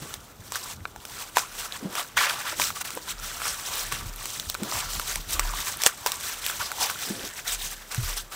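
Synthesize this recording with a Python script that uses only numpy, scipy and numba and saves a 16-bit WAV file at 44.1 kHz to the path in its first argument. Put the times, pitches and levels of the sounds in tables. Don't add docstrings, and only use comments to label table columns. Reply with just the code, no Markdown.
import sys
import numpy as np
from scipy import signal
from scipy.fft import rfft, irfft
from scipy.io import wavfile
from scipy.ndimage import uniform_filter1d
from numba import njit

SR = 44100
rng = np.random.default_rng(int(sys.argv[2]) if len(sys.argv) > 2 else 0)


def store_pcm(level_fs):
    pcm = np.round(np.clip(level_fs, -1, 1) * 32767).astype(np.int16)
    wavfile.write(sys.argv[1], SR, np.atleast_2d(pcm).T)


def undo_db(level):
    steps = np.asarray(level, float) / 20
    return 10 ** steps


N = 368235

# (frequency [Hz], gain [dB])
HUSK_COLOUR = [(180, -33), (400, -2), (1000, -6.5), (2000, -5.5), (3900, 0), (4550, -3), (5900, 0.5),
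               (6900, -2.5), (7800, 0), (9500, -5), (10600, -7.5), (12500, -6.5), (15600, -5), (16400, -45)]
# (time [s], level [dB], struck-spot ring [Hz], t60 [s], board mode over that ring [dB])
WRIST_KNOCKS = [(0.018, -34, 154, 0.094, -9), (.395, -38, 105, 0.11, -28), (.81, -38.5, 96, 0.13, -25),
                (1.826, -30, 249, 0.063, -9), (1.841, -32, 284, 0.1, -15), (1.852, -22.5, 191, 0.08, -11.5),
                (2.526, -29, 600, 0.03, -12), (2.595, -30.5, 397, 0.045, -8),
                (2.969, -25.5, 494, 0.035, -12), (3.928, -35, 137, 0.077, -14),
                (4.057, -33, 108, 0.12, -17), (4.469, -36, 72, 0.12, -31), (4.619, -24, 204, 0.082, -7),
                (5.344, -35, 71, 0.26, -10), (7.102, -24.5, 204, 0.089, -5), (7.238, -34, 280, 0.029, 0.5),
                (7.979, -21, 120, 0.15, -28), (8.028, -29, 80.7, 0.15, -27)]
BOARD_HZ = 331


def level(x, db):
    return x * undo_db(db) / np.sqrt(np.mean(x ** 2))


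def curve(points):
    s, *columns = np.transpose(points)
    return [np.interp(np.arange(N) / SR, s, c) for c in columns]


def colour(x, points, size=1024):
    hz, db = np.transpose(points)
    bins_hz = np.fft.rfftfreq(size, 1 / SR)
    gain = undo_db(np.interp(np.log(bins_hz + 1), np.log(hz), db))
    ceps = irfft(np.log(gain))
    ceps[1:size // 2] *= 2
    ceps[size // 2 + 1:] = 0
    impulse = irfft(np.exp(rfft(ceps)))
    return signal.fftconvolve(x, impulse)[:len(x)]


def band(x, hz, width_hz):
    return signal.lfilter(*signal.iirpeak(hz, hz / width_hz, fs=SR), x)


def walk(rate):
    hold = int(SR / rate)
    steps = np.repeat(rng.standard_normal(N // hold + 1), hold)
    return uniform_filter1d(steps, hold // 2)[:N]


def add(out, s, sound):
    i = int(s * SR)
    out[i:i + len(sound)] += sound[:len(out) - i]


def swells(peak_s, rise_s, fall_s, db):
    t = np.arange(0, N + 64, 64) / SR
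    power = 0
    for s, rise, fall, top_db in np.broadcast(peak_s, rise_s, fall_s, db):
        away = np.abs(t - s) / np.where(t < s, rise, fall)
        power = power + undo_db(top_db - 20 * away ** 1.39) ** 2
    return np.interp(np.arange(N) / SR, t, np.sqrt(power))


@njit
def grains(start, hz, cycles, size):
    out = np.zeros(N + 2000)
    for k in range(len(start)):
        decay = hz[k] / cycles[k] / SR
        turn = np.exp(2j * np.pi * hz[k] / SR - decay)
        z = size[k] + 0j
        for i in range(min(int(8 / decay), 2000)):
            out[start[k] + i] += i * decay * z.imag
            z *= turn
    return out[:N]


@njit
def sweep(x, hz, q):
    y, b, l = np.empty(len(x)), 0., 0.
    for i in range(len(x)):
        g = np.tan(np.pi * hz[i] / SR)
        v = (b + g * (x[i] - l)) / (1 + g * (g + 1 / q))
        b, l, y[i] = 2 * v - b, l + 2 * g * v, v / q
    return y


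def cracks(rate, low_hz, high_hz, spread_db, cycles, flurry_db):
    when, pitch, chance, length = rng.random((int(rate * N / SR), 4)).T
    start = (when * N).astype(np.int64)
    hz = low_hz + (high_hz - low_hz) * pitch
    size_db = spread_db * np.minimum(-np.log(chance), 4)
    flurry = flurry_db * np.clip(walk(70), -2, 1)[start]
    size = undo_db(size_db + flurry) * np.sqrt(hz)
    return level(grains(start, hz, cycles * (.5 + length), size), 0)


def rubbing(patchy_db):
    patches = 0
    for hz in range(700, 16300, 1300):
        patches = patches + undo_db(patchy_db * walk(11)) * band(rng.standard_normal(N), hz, 1100)
    return level(patches, 0)


def leaf_crackle():
    fine = cracks(rate=4000, low_hz=663, high_hz=16320, spread_db=2.0, cycles=1.44, flurry_db=4.5)
    strays = cracks(rate=60, low_hz=3000, high_hz=14000, spread_db=4.5, cycles=.8, flurry_db=1.5)
    mix = fine + undo_db(-2.0) * rubbing(patchy_db=2.5) + undo_db(-13) * strays
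    return level(colour(mix, HUSK_COLOUR), -0.5)


def leaf_hollow():
    # (time [s], centre before wobble [Hz])
    hollow_tuning = [(0.0, 1290), (1.2, 1260), (1.37, 1000), (1.65, 1460), (2.0, 1080), (2.17, 1420),
                     (2.22, 1780), (2.33, 960), (2.48, 1530), (3.45, 1300), (4.75, 1170), (5.9, 1310),
                     (6.09, 940), (6.4, 1460), (6.7, 1130), (6.84, 810), (7.0, 1690), (8.35, 1520)]
    coarse = cracks(rate=1100, low_hz=507, high_hz=3670, spread_db=3.0, cycles=1.53, flurry_db=2.5)
    coarse = coarse + level(rng.standard_normal(N), 5.8)
    centre_hz = curve(hollow_tuning)[0] * undo_db(1.08 * walk(25))
    hollow = sweep(coarse, centre_hz, 2.33) + undo_db(-15.5) * sweep(coarse, 1.66 * centre_hz, 1.0)
    return undo_db(0.26 * walk(30)) * level(hollow, -0.36)


def rustle():
    # (loudest at [s], rise [s], fall [s], crackle [dB], hollow ring over crackle [dB])
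    pulls = [(0.024, 0.014, 0.12, -40, -8), (0.136, 0.12, 0.054, -41.5, -2.5),
             (0.561, 0.046, 0.038, -31.5, -4), (0.715, 0.35, 0.043, -36, -6.5),
             (1.203, 0.18, 0.13, -35.5, -6), (1.37, 0.024, 0.096, -26.5, -3), (1.601, 0.16, 0.07, -35, -6),
             (1.659, 0.039, 0.031, -33, -4), (1.765, 0.13, 0.033, -39.5, -1.5),
             (1.994, 0.087, 0.054, -31.5, 1), (2.172, 0.0073, 0.09, -27.5, 7),
             (2.215, 0.046, 0.22, -28, 3.5), (2.392, 0.0076, 0.09, -36.5, 2),
             (2.481, 0.055, 0.095, -30.5, 0), (2.616, 0.072, 0.12, -24.5, -13),
             (2.76, 0.018, 0.055, -34, -5.5), (2.813, 0.014, 0.016, -29.5, -7.5),
             (2.851, 0.013, 0.19, -34, -5), (3.116, 0.1, 0.023, -33.5, -5.5),
             (3.259, 0.09, 0.13, -36.5, -6), (3.479, 0.17, 0.13, -29, -6), (3.68, 0.045, 0.035, -29, -29),
             (3.775, 0.25, 0.23, -31.5, -8), (3.923, 0.014, 0.078, -30, -3.5), (4.27, 0.14, 0.35, -35, -15),
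             (4.5, 0.037, 0.083, -36, -22), (4.776, 0.18, 0.15, -28, -4), (4.892, 0.019, 0.48, -34.5, -9),
             (5.098, 0.062, 0.13, -28.5, -7), (5.344, 0.086, 0.044, -26, -16), (5.409, 0.16, 0.31, -35, -2),
             (5.603, 0.13, 0.057, -32.5, -5), (5.681, 0.099, 0.12, -31.5, -7.5),
             (5.873, 0.14, 0.059, -28.5, -4), (6.066, 0.0078, 0.13, -28.5, -5.5),
             (6.303, 0.14, 0.11, -30, -8.5), (6.486, 0.11, 0.19, -31, -8), (6.599, 0.01, 0.13, -30.5, -0.5),
             (6.829, 0.097, 0.073, -26.5, -2), (6.9, 0.055, 0.049, -30.5, -1.5),
             (7.05, 0.23, 0.19, -34.5, -8.5), (7.277, 0.17, 0.0086, -37, -10),
             (7.396, 0.1, 0.029, -36.5, -5), (7.492, 0.046, 0.023, -27, -7),
             (7.54, 0.069, 0.031, -26.5, -14), (7.665, 0.16, 0.04, -32.5, -35),
             (7.735, 0.092, 0.026, -35, -12), (7.916, 0.017, 0.12, -32, -3.5),
             (8.105, 0.17, 0.067, -31, -8.5), (8.175, 0.022, 0.055, -27.5, -12),
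             (8.325, 0.015, 0.273, -35, -5.5)]
    # (time [s], crackle [dB])
    holding_levels = [(0, -47.5), (0.45, -58), (1.5, -50), (2.1, -48), (2.9, -53.5), (3.2, -44.5),
                      (4.05, -42), (4.5, -50), (5.95, -46), (6.05, -39.5), (7, -42.5), (7.85, -47.5),
                      (8.35, -51.5)]
    s, rise, fall, db, hollow_db = np.transpose(pulls)
    holding = undo_db(curve(holding_levels)[0])
    crackle_gain = np.hypot(swells(s, rise, fall, db), holding)
    hollow_gain = np.hypot(swells(s, rise, fall, db + hollow_db), holding * undo_db(-3))
    grip = undo_db(1.2 * walk(24))
    return grip * (crackle_gain * leaf_crackle() + hollow_gain * leaf_hollow())


def snaps():
    # (time [s], level [dB], ring [Hz], sharp crack over the ring [dB])
    veins = [(0.14, -23, 2230, 2), (0.521, -20.5, 1080, -1), (0.557, -17, 1780, -6),
             (0.854, -13.5, 1440, -32), (0.961, -26.5, 860, -8), (1.052, -26.5, 1490, 2.5),
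             (1.361, -17, 2420, -17), (1.37, -2, 986, -14), (1.383, -10.5, 1405, -5),
             (1.723, -13, 3900, -17), (1.953, -24, 1290, 5), (1.995, -20, 1240, -7),
             (2.172, -9.5, 1370, -12), (2.598, -11.5, 1030, -6), (2.618, -6.5, 2420, -23),
             (2.704, -16.5, 1330, -9), (2.812, -23, 1450, -2), (2.905, -25.5, 1320, 0.5),
             (2.974, -21, 990, -17), (3.402, -20, 1520, -18), (3.418, -17, 1360, -12),
             (3.455, -15, 1370, -20), (3.469, -16, 1450, -12), (3.482, -26, 1270, -15),
             (3.923, -20.5, 1180, 2), (4.256, -23, 1190, 3), (4.398, -10, 3750, -12),
             (4.499, -6.5, 4230, -9.5), (4.544, -12.5, 4140, -8.5), (4.55, -15, 1400, -15),
             (4.633, -29.5, 1350, 7.5), (4.723, -18, 1090, -17), (4.997, -13, 1370, -4),
             (5.157, -18, 2140, 2.5), (5.395, -12, 1190, 2), (5.819, -18, 4100, 1.5), (5.836, -18, 3320, 8),
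             (5.863, 0, 3900, 0.5), (5.869, -4, 1760, -7), (6.062, -9.5, 955, -2), (6.071, -17, 990, 0.5),
             (6.119, -18, 3910, 2), (6.464, -18.5, 2800, 5), (6.499, -14.5, 1560, -15),
             (6.717, -14, 1460, -8), (6.899, -16, 1400, -5), (7.946, -22, 1670, 2.5)]
    # (pitch ratio, level [dB], fade to 1/e [cycles])
    leaf_modes = [(1, 0, 1.8), (1.6, -2, 1.47), (2.5, -10, 2.3)]
    crack, ring = np.zeros(N), np.zeros(N)
    t = np.arange(int(.05 * SR)) / SR
    rip = np.exp(-t / 0.00069) * (1 - np.exp(-t / 0.00048))
    after = undo_db(-17) * np.exp(-t / .004)
    onset = 1 - np.exp(-t / 0.00015)
    for s, db, hz, crack_db in veins:
        noise, spray = rng.standard_normal((2, len(t)))
        noise = noise * np.sqrt(np.sum(rip ** 2) / np.sum((noise * rip) ** 2))
        add(crack, s, undo_db(db + crack_db) * noise * (2 * rip + after * spray ** 2))
        for ratio, mode_db, fade in leaf_modes:
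            cycles = ratio * hz * t
            add(ring, s, undo_db(db + mode_db) * np.exp(-cycles / fade) * onset * np.sin(2 * np.pi * cycles))
    click = np.zeros(1024)
    click[0] = 1
    colour_gain = np.sqrt(np.sum(colour(click, HUSK_COLOUR) ** 2))
    thin = signal.butter(2, 420, "high", fs=SR, output="sos")
    return signal.sosfilt(thin, colour(crack, HUSK_COLOUR) / colour_gain + ring)


def ticks():
    # (time [s], level before 7 dB of gain [dB])
    fibres = [(2.952, -14.5), (3.481, -12), (3.4974, -16), (3.7444, -17), (3.756, -15), (3.7885, -18),
              (4.161, -18), (4.229, -19), (5.308, -12), (5.332, -12), (5.7713, -14.5), (5.86, -6),
              (5.8724, -2), (5.875, -5.5), (7.548, -12), (8.169, -15), (8.1713, -25)]
    s, db = np.transpose(fibres)
    hz = 9600 * undo_db(2.5 * rng.uniform(-1, 1, len(s)))
    return grains((s * SR).astype(np.int64), hz, np.full(len(s), 0.82), undo_db(db + 7))


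def grit():
    return rng.standard_normal(N) * undo_db(4.1 * walk(180))


def scrapes():
    # (loudest at [s], rise and fall [s], resonance [Hz], level [dB])
    edges = [(3.48, .06, 5400, -32), (6.835, 0.035, 5230, -29), (6.65, .04, 4970, -34),
             (7.06, .03, 5150, -38), (7.26, .03, 5500, -43), (7.49, 0.027, 3600, -31),
             (7.535, .025, 8000, -33), (7.62, 0.044, 3800, -36.5), (7.66, 0.045, 6540, -35)]
    hiss = grit()
    out = np.zeros(N)
    for s, half, hz, db in edges:
        out += swells([s], half, half, db) * level(band(hiss, hz, hz / 11), 0)
    return out


def tear():
    return swells([2.19], .022, .22, -27) * level(band(grit(), 2900, 2400), 0)


def knocks():
    out = np.zeros(N)
    t = np.arange(int(.4 * SR)) / SR
    board = np.sin(2 * np.pi * BOARD_HZ * t)
    for s, db, hz, t60, board_db in WRIST_KNOCKS:
        fade = np.exp(-np.log(1000) * t / t60) * (1 - np.exp(-t / 0.0027))
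        add(out, s, undo_db(db + 5.0) * fade * (np.sin(2 * np.pi * hz * t) + undo_db(board_db) * board))
    return out


def wrist_drag():
    s, db, _, t60, board_db = np.transpose(WRIST_KNOCKS)
    drag = band(rng.standard_normal(N), BOARD_HZ, 260) * undo_db(2 * walk(40))
    return swells(s, 0.055, 2 * t60, db + board_db - 7) * level(drag, 0)


def frame_sway():
    # (strongest at [s], sway [dB], fall [s])
    leans = [(1.55, -53, .3), (3.21, -42.5, 0.21), (3.45, -55, 0.43), (3.87, -45, 0.45),
             (4.11, -35.5, 0.18), (4.5, -49, .25), (4.88, -41.5, 0.39), (5.2, -40, 0.082),
             (5.45, -28.5, 0.16), (6.42, -50, 0.29), (7.55, -39.5, 0.36), (8.08, -30.5, 0.19)]
    s, db, fall = np.transpose(leans)
    lean = np.hypot(swells(s, .13, fall, db), undo_db(-63))
    shake_hz = 36 * (1 + .05 * walk(10))
    sway = np.sin(2 * np.pi * np.cumsum(shake_hz) / SR) * undo_db(2 * walk(9))
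    return lean * level(sway, 0)


def frame_rumble():
    # (time [s], level [dB])
    rumble_levels = [(0, -42), (.15, -50.5), (.9, -52), (1.2, -55), (3., -52), (4., -50), (5.4, -47),
                     (5.9, -55), (8.35, -53.5)]
    rumble = band(band(rng.standard_normal(N), 70, 109), 84, 165) * undo_db(4.5 * walk(19))
    return undo_db(curve(rumble_levels)[0]) * level(rumble, 0)


def room(x, t60, wet_db):
    t = np.arange(int(.4 * SR)) / SR
    tail = band(rng.standard_normal(len(t)), 870, 5600) * np.exp(-np.log(1000) * t / t60) * (t > .004)
    tail = undo_db(wet_db) * tail / np.sqrt(np.sum(tail ** 2))
    return x + signal.fftconvolve(x, tail)[:N]


def hush():
    # (frequency [Hz], relative density [dB])
    hush_colour = [(15, -24), (25, -5), (65, 2.5), (375, 5.5), (1450, 0.5), (1910, -26), (7800, -21),
                   (10800, -24), (14500, -9), (16200, -28)]
    return level(colour(rng.standard_normal(N), hush_colour, size=4096), -53.5)


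def scene():
    husks = rustle() + snaps() + ticks() + scrapes() + tear()
    table = knocks() + wrist_drag() + frame_sway() + frame_rumble()
    return (room(husks, t60=0.021, wet_db=-20.0) + table + hush())[None]


def top_cut(x):
    return signal.sosfilt(signal.butter(12, 16450, fs=SR, output="sos"), x)


def record(dry):
    cut = signal.ellip(10, .2, 80, 16450, fs=SR, output="sos")
    mix = signal.sosfilt(cut, np.clip(dry, -1, 1))
    return top_cut(mix)


dry = scene()
out = record(dry)
store_pcm(out)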